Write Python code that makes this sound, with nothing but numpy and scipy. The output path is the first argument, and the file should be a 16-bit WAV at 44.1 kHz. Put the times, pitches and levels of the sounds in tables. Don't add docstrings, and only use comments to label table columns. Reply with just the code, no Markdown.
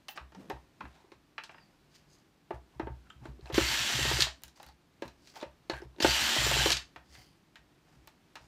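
import sys
import numpy as np
from scipy import signal
from scipy.fft import rfft, irfft, next_fast_len
from scipy.io import wavfile
from scipy.ndimage import uniform_filter1d

SR = 44100
rng = np.random.default_rng(int(sys.argv[2]) if len(sys.argv) > 2 else 0)


def boost_factor(decibels):
    exponent = np.asarray(decibels, float) / 20
    return 10 ** exponent


def to_wav(s):
    ch = np.atleast_2d(s).T
    pcm = np.round(np.clip(ch, -1, 1) * 32767)
    wavfile.write(sys.argv[1], SR, pcm.astype(np.int16))


N = 373527


def in_time(tables):
    t, out = np.arange(N) / SR, 0
    for rows in tables:
        s, *columns = np.transpose(rows)
        playing = (t >= s[0]) & (t < s[-1])
        out = out + boost_factor([np.interp(t, s, c) for c in columns]) * playing
    return uniform_filter1d(out, size=300, axis=1)


def rms_one(x):
    return x / np.sqrt(np.mean(x ** 2) + 1e-20)


def at_hz(points, hz):
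    point_hz, value = np.transpose(points)
    return np.interp(np.log(hz + 1e-9), np.log(point_hz), value)


def band(x, low_hz, high_hz):
    sos = signal.butter(2, [low_hz, min(high_hz, 20000)], "band", fs=SR, output="sos")
    return signal.sosfilt(sos, x)


def coloured(x, spectrum):
    size = next_fast_len(N)
    gain = boost_factor(at_hz(spectrum, np.fft.rfftfreq(size, 1 / SR)))
    return irfft(rfft(x, size) * gain, size)[:N]


def drift(rate_hz):
    r = np.exp(-2 * np.pi * rate_hz / SR)
    wander = signal.lfilter([1], [1, -2 * r, r * r], rng.standard_normal(N + SR))
    return rms_one(wander[SR:])


def resonate(x, hz, width_hz):
    r = np.exp(-np.pi * width_hz / SR)
    poles = [1, -2 * r * np.cos(2 * np.pi * hz / SR), r * r]
    return signal.lfilter([(1 - r * r) / 2, 0, (r * r - 1) / 2], poles, x)


def grains(per_s, spread_db):
    sizes = boost_factor(spread_db * np.minimum(rng.exponential(1, N), 4)) * rng.standard_normal(N)
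    return rms_one(sizes * (rng.random(N) < per_s / SR))


def spin(start, stop, db, brake_db):
    slack_s, spin_up_s, settle_s, brake_s, run_down_s = 0.017, 0.021, 0.21, 0.012, 0.12
    slack_db, cold_db, rest_db = -14, -1.5, -27
    bright_db, rest_bright_db = -9.5, -20
    buzz_db, free_buzz_db = -8, -21
    return [(start, db + slack_db, rest_bright_db, free_buzz_db),
            (start + slack_s, db + slack_db, rest_bright_db, free_buzz_db),
            (start + spin_up_s, db + cold_db, bright_db, free_buzz_db),
            (start + settle_s, db, bright_db, buzz_db),
            (stop - brake_s, db, bright_db, buzz_db),
            (stop, db + brake_db, bright_db, free_buzz_db),
            (stop + run_down_s, db + rest_db, rest_bright_db, buzz_db)]


# trigger pulled and released in seconds, gear chatter in dB, brake surge in dB.
DRILL_RUNS = [
    (3.523, 4.209, -29, 6),
    (6.001, 6.709, -26.5, 0),
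]
# frequency in Hz, level in dB per Hz.
GEAR_SPECTRUM = [(120, -31), (200, 7.5), (380, 1), (456, -14), (529, -5), (986, -1), (1710, 3), (2290, 1.5),
                 (3070, 4), (7270, -1), (10300, -14), (13800, -15), (16000, -19.5)]
# frequency in Hz, width in Hz, level in dB.
HOUSING = [(690, 560, -12), (877, 150, -5), (1780, 170, -7), (2160, 57, -6), (2865, 950, -11),
           (3055, 90, -6), (3990, 60, -6.5), (4465, 70, -4.5), (5800, 200, -9), (7200, 250, -9),
           (11600, 500, -19), (13700, 500, -19)]


def drill():
    level, bright, buzz = in_time([spin(*run) for run in DRILL_RUNS])
    teeth = grains(10000, spread_db=1.8)
    rings = sum(boost_factor(db + 4 * drift(16)) * resonate(teeth, hz, width) for hz, width, db in HOUSING)
    whirr = coloured(teeth, GEAR_SPECTRUM) + boost_factor(2.5) * rings
    low, middle, high = [rms_one(band(whirr, *edges)) * boost_factor(0.41 * drift(25.7))
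                         for edges in ((200, 710), (1100, 5110), (7500, 23500))]
    return level * (buzz * boost_factor(-7.5) * low - middle + bright * high)


# start, fullest moment and end in seconds, level in dB, frequency in Hz.
SINGS = [(6.0, 6.005, 6.03, -37, 4500), (6.015, 6.03, 6.05, -33.5, 5100), (6.05, 6.1, 6.19, -35, 4600),
         (6.09, 6.16, 6.25, -35.5, 2900), (6.17, 6.25, 6.33, -41, 4300), (6.16, 6.25, 6.36, -42.5, 1670),
         (6.26, 6.38, 6.46, -35, 3080), (6.28, 6.4, 6.5, -41, 1900), (6.46, 6.54, 6.62, -37, 2740),
         (6.52, 6.64, 6.72, -33.5, 3070), (6.48, 6.6, 6.7, -40, 3970), (6.5, 6.6, 6.7, -41, 1600),
         (6.045, 6.06, 6.11, -35.5, 730), (3.58, 3.64, 3.72, -39.5, 2100), (3.62, 3.68, 3.78, -43, 4450),
         (3.64, 3.76, 4.02, -41, 2760), (3.7, 3.83, 4.1, -42.5, 3360), (3.65, 3.75, 3.85, -45, 1730),
         (3.88, 4.05, 4.21, -40, 1870), (3.95, 4.08, 4.2, -41.5, 2720), (4.05, 4.15, 4.21, -40.5, 4720),
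         (3.95, 4.1, 4.2, -43.5, 3700)]


def singing_housing():
    return singing(SINGS, 5000, width_share=.025)


def singing(rows, per_s, width_share):
    edge_db = -14
    out, grit = np.zeros(N), grains(per_s, spread_db=2.0)
    for start, fullest, end, db, hz in rows:
        a, b = round(start * SR), round(max(end, start + .01) * SR)
        swell_db = np.interp(np.arange(a, b) / SR, (start, fullest, end), (edge_db, 0, edge_db))
        tone = resonate(grit[a - 2000:b], hz, width_share * hz + 40)[2000:]
        out[a:b] += boost_factor(db + swell_db) * rms_one(tone) * np.hanning(b - a) ** .25
    return out


def voiced(rows, kind):
    return [(s, *(db + np.dot((1, bright_db, hollow_db), kind))) for s, db, bright_db, hollow_db in rows]


# frequency in Hz, level in dB, time to fall 60 dB in seconds.
LOW_MODES = [(261.5, -24, 0.2), (327.4, -15, 0.31), (361.6, 4.5, .07), (401.3, 0.5, 0.039), (528, -5, 0.11)]
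MIDDLE_MODES = [(648, -7, 0.12), (773, -13, 0.06), (900, 1.5, 0.078), (1150, -8, 0.025)]
# lowest and highest frequency in Hz, time to fall 60 dB in seconds.
CROWDS = [(227, 645, 0.3), (570, 1220, 0.28), (1199, 2660, 0.17), (3060, 6450, 0.19), (7000, 42000, 0.023)]


def blows(rows, lift_db, rattle_s, damping):
    out, t = np.zeros(N + SR), np.arange(SR // 5) / SR
    clear_modes, crowd_lift_db = (LOW_MODES, MIDDLE_MODES, None, None, None), (16.0, 22.5, 0, 0, 0)
    for s, shell_db, body_db, ribs_db, bit_db, tick_db in rows:
        contact = rng.standard_normal(300) * np.exp(-t[:300] / rattle_s) * 0.48
        contact[0] = 2.07
        luck, crowd = rng.standard_normal((6, 2)), rng.standard_normal(len(t))
        crowd[:2] = 5., -3.
        shell_rings = resonate(crowd, 1750, 310) + resonate(crowd, 2821, 560)
        crowd = crowd + shell_rings + 0.88 * resonate(crowd, 4000, 400)
        levels = np.add((body_db, ribs_db, shell_db, bit_db, tick_db), lift_db)
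        at = round(s * SR)
        families = zip(clear_modes, CROWDS, levels, crowd_lift_db)
        for k, (modes, (low_hz, high_hz, crowd_t60), db, crowd_db) in enumerate(families):
            fall_db = -60 * damping * t / crowd_t60
            crack_then_buzz = boost_factor(4 * fall_db) + .4 * boost_factor(fall_db)
            sound = crowd * boost_factor(crowd_db) * crack_then_buzz
            if modes:
                hz, mode_db, t60 = np.transpose(modes)[:, :, None]
                hz = hz * (1 + 0.015 * luck[:len(hz), :1])
                strength_db = mode_db + 2.5 * luck[:len(hz), 1:]
                rings = boost_factor(strength_db - 60 * damping * t / t60) * np.sin(2 * np.pi * hz * t)
                sound = sound + signal.fftconvolve(rings.sum(axis=0), contact)[:len(t)]
            sound = band(sound, low_hz, high_hz)
            side = (-1) ** k
            out[at:at + len(t)] += side * boost_factor(db) * sound / np.sqrt(np.mean(sound[:400] ** 2))
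    return out[:N]


# level in dB, share of the blow's brightness, share of its hollowness (or bench weight).
CLUTCH_KIND = [(-4, 0.0023, -4.5, -16.5, -52), (0.34, 0, 0.29, 1, .6), (0, 0.01, 0, 0, 9)]
BRAKE_KIND = [(-10, -35, -22.5, 0, -20.5), (-0.5, 0, 1, 0.0037, 1), (0.44, 1, 1.5, 0.0011, 0.5)]
KNOCK_KIND = [(-60, 0, 0, -60, -60), (0, 0, 1, 0, 0), (0, 0, 0, 0, 0)]
# start in seconds, level in dB, brightness in dB, weight on the bench in dB.
STARTS = [
    (3.524, -53, 18, -79),
    (3.5435, -34, 18, -80),
    (3.579, -13.5, -7.5, -34.5),
    (3.619, -41, -10, -80),
    (6.003, -28, 14.5, -38),
    (6.025, -32, 22, -78.5),
    (6.046, -13.5, 0, -35),
    (6.082, -35.5, -10, -79.5),
]
# start in seconds, level in dB, brightness in dB, hollowness in dB.
STOPS = [
    (4.2065, -20, -1, -2),
    (4.223, -16.5, -5, -4),
    (6.704, -21.5, 4, 9),
    (6.7185, -19, 0, 1),
    (6.727, -21.5, -2, 1),
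    (6.769, -26.5, -7, -3),
]
# start in seconds, level in dB, brightness in dB, weight on the bench in dB.
THREAD = [(3.899, -40, 2.5, -54), (3.989, -33, -9, -37.5), (4.052, -32, 2.5, -37.5), (4.113, -29.5, 4, -36),
          (4.188, -32, -17, -40.5), (4.268, -47, 18.5, -60), (6.363, -35.5, 11, -38),
          (6.416, -37.5, 10, -38.5), (6.466, -31.5, 5, -39), (6.513, -32, 10, -38), (6.565, -32.5, 6, -36),
          (6.612, -36.5, 5.5, -42.5), (6.659, -21.5, 1, -45.5), (6.71, -38, 8.5, -45.5)]


def driving():
    rows = voiced(STARTS, CLUTCH_KIND) + voiced(STOPS, BRAKE_KIND) + voiced(THREAD, KNOCK_KIND)
    return blows(rows, (-4.5, -12.0, -12.5, -8.5, -14.5), rattle_s=0.0026, damping=1.9)


THUD_KIND = [(-5, 0, -2, -20.5, -39), (0.37, 0.039, -0.02, 1, 0.42), (0, 0.011, 0, 0, 0)]
TAP_KIND = [(0, -22.5, -7.5, -13.5, -34), (0, 0, 0, 1, 0.7), (0, 1, 0.61, 0, 0)]
CLICK_KIND = [(-1.9, -23, -6.5, 0, -11.5), (0.28, 0, 0, 0, 1), (0.46, 1.4, 1, 0, 0)]
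# start in seconds, level in dB, brightness in dB, weight on the bench in dB.
THUDS = [(0.4995, -36.5, 16, -48.5), (0.504, -39, -6, -82), (0.5133, -46, -6, -80),
         (1.1185, -49.5, 16.5, -67), (2.5065, -32.5, -5, -45.5), (2.7966, -29, -2, -42),
         (2.823, -52, -10, -80), (2.8702, -34.5, -12, -41.5), (3.255, -42.5, 7, -44), (3.5, -36, -1, -36),
         (5.0217, -35.5, 15, -55), (5.427, -36, 11, -57), (5.6979, -30, 18, -45.5),
         (5.8202, -47, -3, -49.5), (5.9625, -59, 5, -80), (5.984, -50.5, 14, -80)]
# start in seconds, level in dB, brightness in dB, hollowness in dB.
TAPS = [(.0835, -38.5, 16.5, -1), (.175, -31, -2, -2.5), (.3205, -54, 6, 14.5), (.3479, -51, 11, 17),
        (.8066, -37, -7, 0), (.853, -42.5, -7, 6), (1.3806, -26, -13, -11.5), (1.437, -42, 17, -4),
        (1.494, -39.5, -24, -1), (1.5449, -46.5, -10, 5), (1.5817, -45, -14, -8), (3.1012, -49.5, 0, -1),
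        (3.411, -65, 10, 5), (3.457, -49.5, 9, 14), (5.7353, -35.5, -13, 8.5), (6.9609, -38, 0.5, 4),
        (7.1516, -43.5, 4.5, -15), (7.5568, -42, 6, -11.5), (8.355, -38, 10, 1.5), (8.3675, -44.5, 2, 6)]
CLICKS = [(4.4199, -62, 9, 6), (4.4355, -43, 12.5, -6), (4.4804, -49.5, 0, -7), (4.574, -60, 2, 8),
          (4.599, -50, -15, 7.5), (4.6297, -48, 4, 3.5), (4.6644, -56, 8, 6), (4.6867, -53, -5, 3),
          (5.0788, -46, -7, -2), (5.2724, -49, -8, -7), (5.357, -45, -11, 1), (5.401, -47, -18, 3),
          (5.412, -43, -19, 6), (8.074, -49, 5, 5.5)]


def handling():
    rows = voiced(THUDS, THUD_KIND) + voiced(TAPS, TAP_KIND) + voiced(CLICKS, CLICK_KIND)
    return blows(rows, (-2.5, -7.5, -12.5, -11.0, -3.5), rattle_s=0.0027, damping=1.31)


# start in seconds, peak in dB, frequency in Hz, cycles to fall 60 dB.
SNAPS = [(4.2058, -10, 4500, 14), (4.2221, -7, 3800, 14), (6.7043, -16, 4700, 14), (6.7045, -22, 2750, 20),
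         (6.7268, -16, 3800, 16.5), (6.7692, -20.5, 2900, 18), (6.7692, -22, 4500, 16),
         (6.0255, -15, 4300, 14.5), (6.047, -20, 1600, 14), (6.366, -32.5, 620, 9), (6.413, -33, 620, 9),
         (6.464, -30, 560, 9), (6.512, -29.5, 640, 9), (6.559, -27, 690, 10), (6.608, -31, 740, 13),
         (3.226, -49, 240, 12), (3.393, -45.5, 380, 15), (1.044, -52, 370, 16), (3.103, -48, 1270, 25),
         (5.8195, -49.5, 5200, 40), (5.804, -46, 360, 12), (5.821, -37, 365, 22), (5.859, -46, 370, 10),
         (3.1015, -57, 7300, 110), (7.2195, -56, 2100, 40), (.4975, -44, 13000, 30),
         (5.9473, -58, 1040, 12.5), (5.9632, -53, 3770, 20), (2.799, -32, 820, 22), (2.509, -30.5, 870, 22),
         (.81, -43, 306, 10), (5.0225, -30.5, 557, 10), (5.4265, -32.5, 570, 9), (5.698, -29.5, 600, 7.5),
         (6.048, -20, 880, 23), (.808, -37.5, 1380, 27), (.808, -39.5, 900, 20), (1.121, -50, 1080, 20),
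         (3.255, -46, 1500, 30), (3.255, -45, 590, 13), (3.255, -60, 7300, 90), (6.147, -24, 4600, 25),
         (6.385, -24, 3090, 24.5), (3.5785, -36, 13300, 30), (3.4105, -52, 4200, 25),
         (3.4585, -47, 4100, 50), (3.4735, -46, 2600, 30), (5.721, -38, 1620, 30), (5.7205, -44, 4300, 25),
         (6.7205, -18, 6000, 16)]


def snaps():
    out, t = np.zeros(N + SR), np.arange(SR // 10) / SR
    rise_cycles = .3
    for s, db, hz, cycles in SNAPS:
        level = boost_factor(db + 3.5 - 60 * t * hz / cycles) * (1 - np.exp(-t * hz / rise_cycles))
        out[round(s * SR):][:len(t)] += level * np.sin(2 * np.pi * hz * t)
    return out[:N]


# start in seconds, level in dB, frequency in Hz.
PINGS = [(.086, -45, 830), (.086, -36, 2900), (.086, -50, 9800), (0.176, -37.5, 1227), (.349, -58, 6200),
         (.351, -57, 870), (.501, -32, 845), (0.809, -38.5, 1116), (1.383, -42, 1310), (.502, -36, 1790),
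         (2.508, -55, 557), (3.1, -45, 1440), (3.102, -48.5, 3400), (3.1, -50, 3050), (4.207, -30, 4353),
         (4.225, -23, 3940), (4.598, -43.5, 837), (4.688, -51.5, 834), (5.023, -40.5, 550),
         (5.27, -52.5, 4520), (5.358, -45, 827), (5.358, -53, 1720), (5.428, -36, 555), (5.428, -50, 1630),
         (5.699, -37, 1680), (5.697, -30.5, 4170), (5.737, -41, 1649), (6.048, -25.5, 1476),
         (6.72, -24, 4430), (6.77, -34, 4510)]
# time in seconds, pitch in Hz, level in dB.
SQUEAK = [
    (1.48, 5200, -84),
    (1.55, 5100, -82),
    (1.64, 4650, -67),
    (1.67, 4400, -78),
    (1.7, 5200, -79),
    (1.75, 5000, -81),
]


def steel():
    t, out = np.arange(N) / SR, np.zeros(N + SR)
    jolt_s, t60_s, t60_cycles = .005, .012, 12
    for s, db, hz in PINGS:
        jolt = rng.standard_normal(SR // 5) * np.exp(-t[:SR // 5] / jolt_s)
        width = np.log(1000) / np.pi / (t60_s + t60_cycles / hz)
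        ping = resonate(jolt, hz, width)
        ping = ping - .7 * resonate(jolt, 1.06 * hz, 0.74 * width) - .5 * resonate(jolt, .91 * hz, 1.3 * width)
        out[round(s * SR):][:SR // 5] += boost_factor(db) * ping / np.abs(ping).max()
    s, hz, db = np.transpose(SQUEAK)
    pitch = np.interp(t, s, hz) * (1 + 0.025 * drift(200))
    level = boost_factor(np.interp(t, s, db, -120, -120) + 4 * drift(40))
    return out[:N] + level * np.sin(2 * np.pi * np.cumsum(pitch) / SR)


# start, fullest moment and end in seconds, level in dB, frequency in Hz.
SCRAPES = [(.39, .43, 0.49, -59, 450), (.37, .4, .47, -53, 260), (.93, 1.0, 1.14, -65, 900),
           (.88, .95, 1.1, -73, 3700), (.53, .57, .62, -60, 900), (2.72, 2.75, 2.79, -65, 900),
           (3.52, 3.53, 3.55, -59, 11700), (6.006, 6.015, 6.03, -55, 11700),
           (6.044, 6.0455, 6.054, -47, 13500), (.083, .088, .15, -50, 15200), (2.07, 2.13, 2.23, -70, 6300),
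           (3.21, 3.24, 3.31, -56, 846.6), (3.24, 3.27, 3.4, -55, 240), (3.45, 3.465, 3.55, -52.5, 760),
           (4.265, 4.275, 4.31, -50, 850), (4.555, 4.575, 4.7, -72, 6300), (4.64, 4.68, 4.74, -64, 4500),
           (5.395, 5.415, 5.44, -53, 3500), (5.7, 5.72, 5.8, -47.5, 900), (5.71, 5.76, 5.86, -49.5, 1620),
           (5.8, 5.83, 5.87, -57.5, 900), (5.97, 5.99, 6.005, -51, 369.9), (7.08, 7.15, 7.4, -64.5, 4574),
           (7.1, 7.16, 7.25, -63, 2050), (7.07, 7.16, 7.4, -69, 3100), (7.09, 7.15, 7.4, -75.5, 9000),
           (2.51, 2.55, 2.6, -56, 950), (2.51, 2.54, 2.57, -61, 1600), (3.05, 3.07, 3.09, -62, 1350),
           (2.8, 2.84, 2.82, -60, 1600), (5.025, 5.05, 5.1, -55.5, 900), (5.025, 5.05, 5.11, -51, 230),
           (5.43, 5.46, 5.45, -57, 880), (2.06, 2.12, 2.24, -68, 4900), (3.39, 3.44, 3.4, -66.5, 3500),
           (.17, .2, .27, -58, 1150), (5.2, 5.27, 5.36, -70, 4600)]


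def scraping():
    return singing(SCRAPES, 2500, width_share=.09)


def stroke(start, firm, end, db, hollow_db):
    edge_db, sizzle_db = -19.5, -14.5
    return [(s, db + change_db, sizzle_db, hollow_db)
            for s, change_db in ((start, edge_db), (firm, 0), (end, edge_db))]


# start, firmest moment and end in seconds, scratch in dB, hollow sound in dB above the scratch.
RUBS = [(0.84, 0.958, 1.08, -73.5, 11.5), (1.5, 1.513, 1.74, -74.5, 12.5), (0.15, 0.166, 0.18, -54, 4.5),
        (1.895, 1.949, 2.045, -61, -29), (2.04, 2.14, 2.26, -74, -18), (2.704, 2.752, 2.73, -77, 11),
        (3.043, 3.074, 3.07, -77, 13), (3.203, 3.256, 3.3, -76, 17), (3.4, 3.48, 3.58, -61, 5),
        (4.553, 4.56, 4.65, -62.5, -7), (4.6, 4.683, 4.66, -61.5, -9), (5.18, 5.29, 5.44, -59, -12),
        (5.336, 5.373, 5.39, -53.5, 2.5), (5.386, 5.414, 5.4, -52.5, 5), (7.04, 7.15, 7.3, -59.5, -7),
        (7.173, 7.225, 7.3, -64.5, -10), (7.821, 7.9, 8.2, -76.5, 6.5), (8.39, 8.414, 9, -73, 4)]
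# time in seconds, level in dB.
CREAKS = [
    [(0.33, -75), (0.39, -51), (0.5, -56)],
    [(0.7, -90), (0.812, -53.5), (0.92, -63)],
]


def rubbing():
    scratch, sizzle, hollow = in_time([stroke(*rub) for rub in RUBS])
    grit = grains(6000, spread_db=1.5) * boost_factor(2.3 * drift(21))
    middle = band(grit, 1500, 7000) + 1.5 * resonate(grit, 4650, 500)
    low = band(grit, 330, 2570) + 2.1 * resonate(grit, 755, 82)
    high = band(grit, 5300, 18000)
    creak = in_time(CREAKS)[0] * rms_one(resonate(grit, 194, 17) + 0.24 * resonate(grit, 268, 49))
    return creak + scratch * (rms_one(middle) + sizzle * rms_one(high) + hollow * rms_one(low))


# start in seconds, lowest modes in dB, upper modes in dB.
PUSHES = [(0.19, -49, -61), (0.818, -49, -56), (0.86, -58, -60), (2.74, -52, -55), (2.921, -53, -63),
          (3.139, -54, -61), (3.2, -55.5, -48), (3.405, -46, -51.5), (3.678, -43, -46), (3.78, -49.5, -45),
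          (3.929, -42, -36), (4.241, -55, -55), (4.419, -58, -63), (4.639, -56, -65), (4.698, -65, -79),
          (6.197, -46, -46.5), (6.947, -60, -63.5), (7.079, -56, -88), (7.16, -64, -58), (7.25, -67, -78),
          (7.565, -66.5, -70), (7.949, -60.5, -63), (8.021, -65, -77.5), (8.389, -61, -66)]


def booms():
    landed = [(s + 0.0104, db, db - 2.5) for s, _, _, db in THUDS + STARTS]
    knocked = [(s + .002, db, db + 1.5) for s, _, _, db in THREAD]
    return PUSHES + landed + knocked


# frequency in Hz, level in dB, time to fall 60 dB in seconds.
BENCH_MODES = [(62.4, 11.5, 0.27), (49.4, -30, 0.11), (87, -11, 0.34), (125.1, 9.5, 0.15),
               (189.5, -6, 0.11)]


def bench():
    out, t = np.zeros(N + SR), np.arange(SR // 2) / SR
    hz, mode_db, t60 = np.transpose(BENCH_MODES)[:, :, None]
    for s, first_db, upper_db in booms():
        luck = rng.standard_normal((5, 1))
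        push_db = np.where(hz < 80, first_db, upper_db + 2.5)
        swell = (1 - np.exp(-t * hz / 1.2)) ** 2
        level = boost_factor(push_db + mode_db - 60 * t / t60) * swell
        at = round((s + 0.011) * SR)
        out[at:at + len(t)] += np.sum(level * np.sin(2 * np.pi * hz * (1 + luck / 30) * t), axis=0)
    return out[:N]


# frequency in Hz, time to fall 60 dB in seconds.
ROOM = [(200, 0.2), (1000, 0.25), (4000, 0.22), (9000, 0.23), (16000, 0.087)]


def workshop(x):
    t, edges = np.arange(SR // 2) / SR, 150 * 2 ** np.arange(0, 7.1, .5)
    white, onset = rng.standard_normal(len(t)), np.clip((t - .003) / 0.0064, 0, 1)
    tail = 0
    for k, (low_hz, high_hz) in enumerate(zip(edges, edges[1:])):
        fall = boost_factor(-60 * t / at_hz(ROOM, np.sqrt(low_hz * high_hz)))
        tail = tail + band(np.roll(white, k * 997), low_hz, high_hz) * onset * fall
    return signal.fftconvolve(x, tail / np.sqrt(np.sum(tail ** 2)))[:N]


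# frequency in Hz, level in dB per Hz.
AIR_SPECTRUM = [(18, -36), (30, -3), (103, -1.5), (145, -2.5), (239, -2), (303, 0.5), (461, -9.5),
                (889, -11), (1100, -12.5), (4420, -19.5), (4910, -21), (10500, -31), (14800, -32),
                (16000, -47.5)]


def air():
    hush = rms_one(coloured(rng.standard_normal(N), AIR_SPECTRUM))
    hum = 1.6 * resonate(hush, 152, 20)
    level_db, swell_db = -72.5 + 6.0, .6 * drift(3)
    return boost_factor(level_db + swell_db) * (hush + hum)


def scene():
    motor = boost_factor(-4.8) * drill()
    hits = driving() + handling() + snaps() + steel()
    echoes = workshop(boost_factor(-10.5) * hits + boost_factor(-10.0) * motor)
    mono = motor + boost_factor(1.5) * singing_housing() + hits
    mono = mono + scraping() + rubbing() + bench() + echoes + air()
    return np.array([mono, mono])


def low_pass(x):
    return signal.sosfilt(signal.butter(12, 16490, fs=SR, output="sos"), x)


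def record(dry):
    steep = signal.cheby2(10, 45, 16300, fs=SR, output="sos")
    mix = signal.sosfilt(steep, dry)
    return low_pass(mix)


dry = scene()
out = record(dry)
to_wav(out)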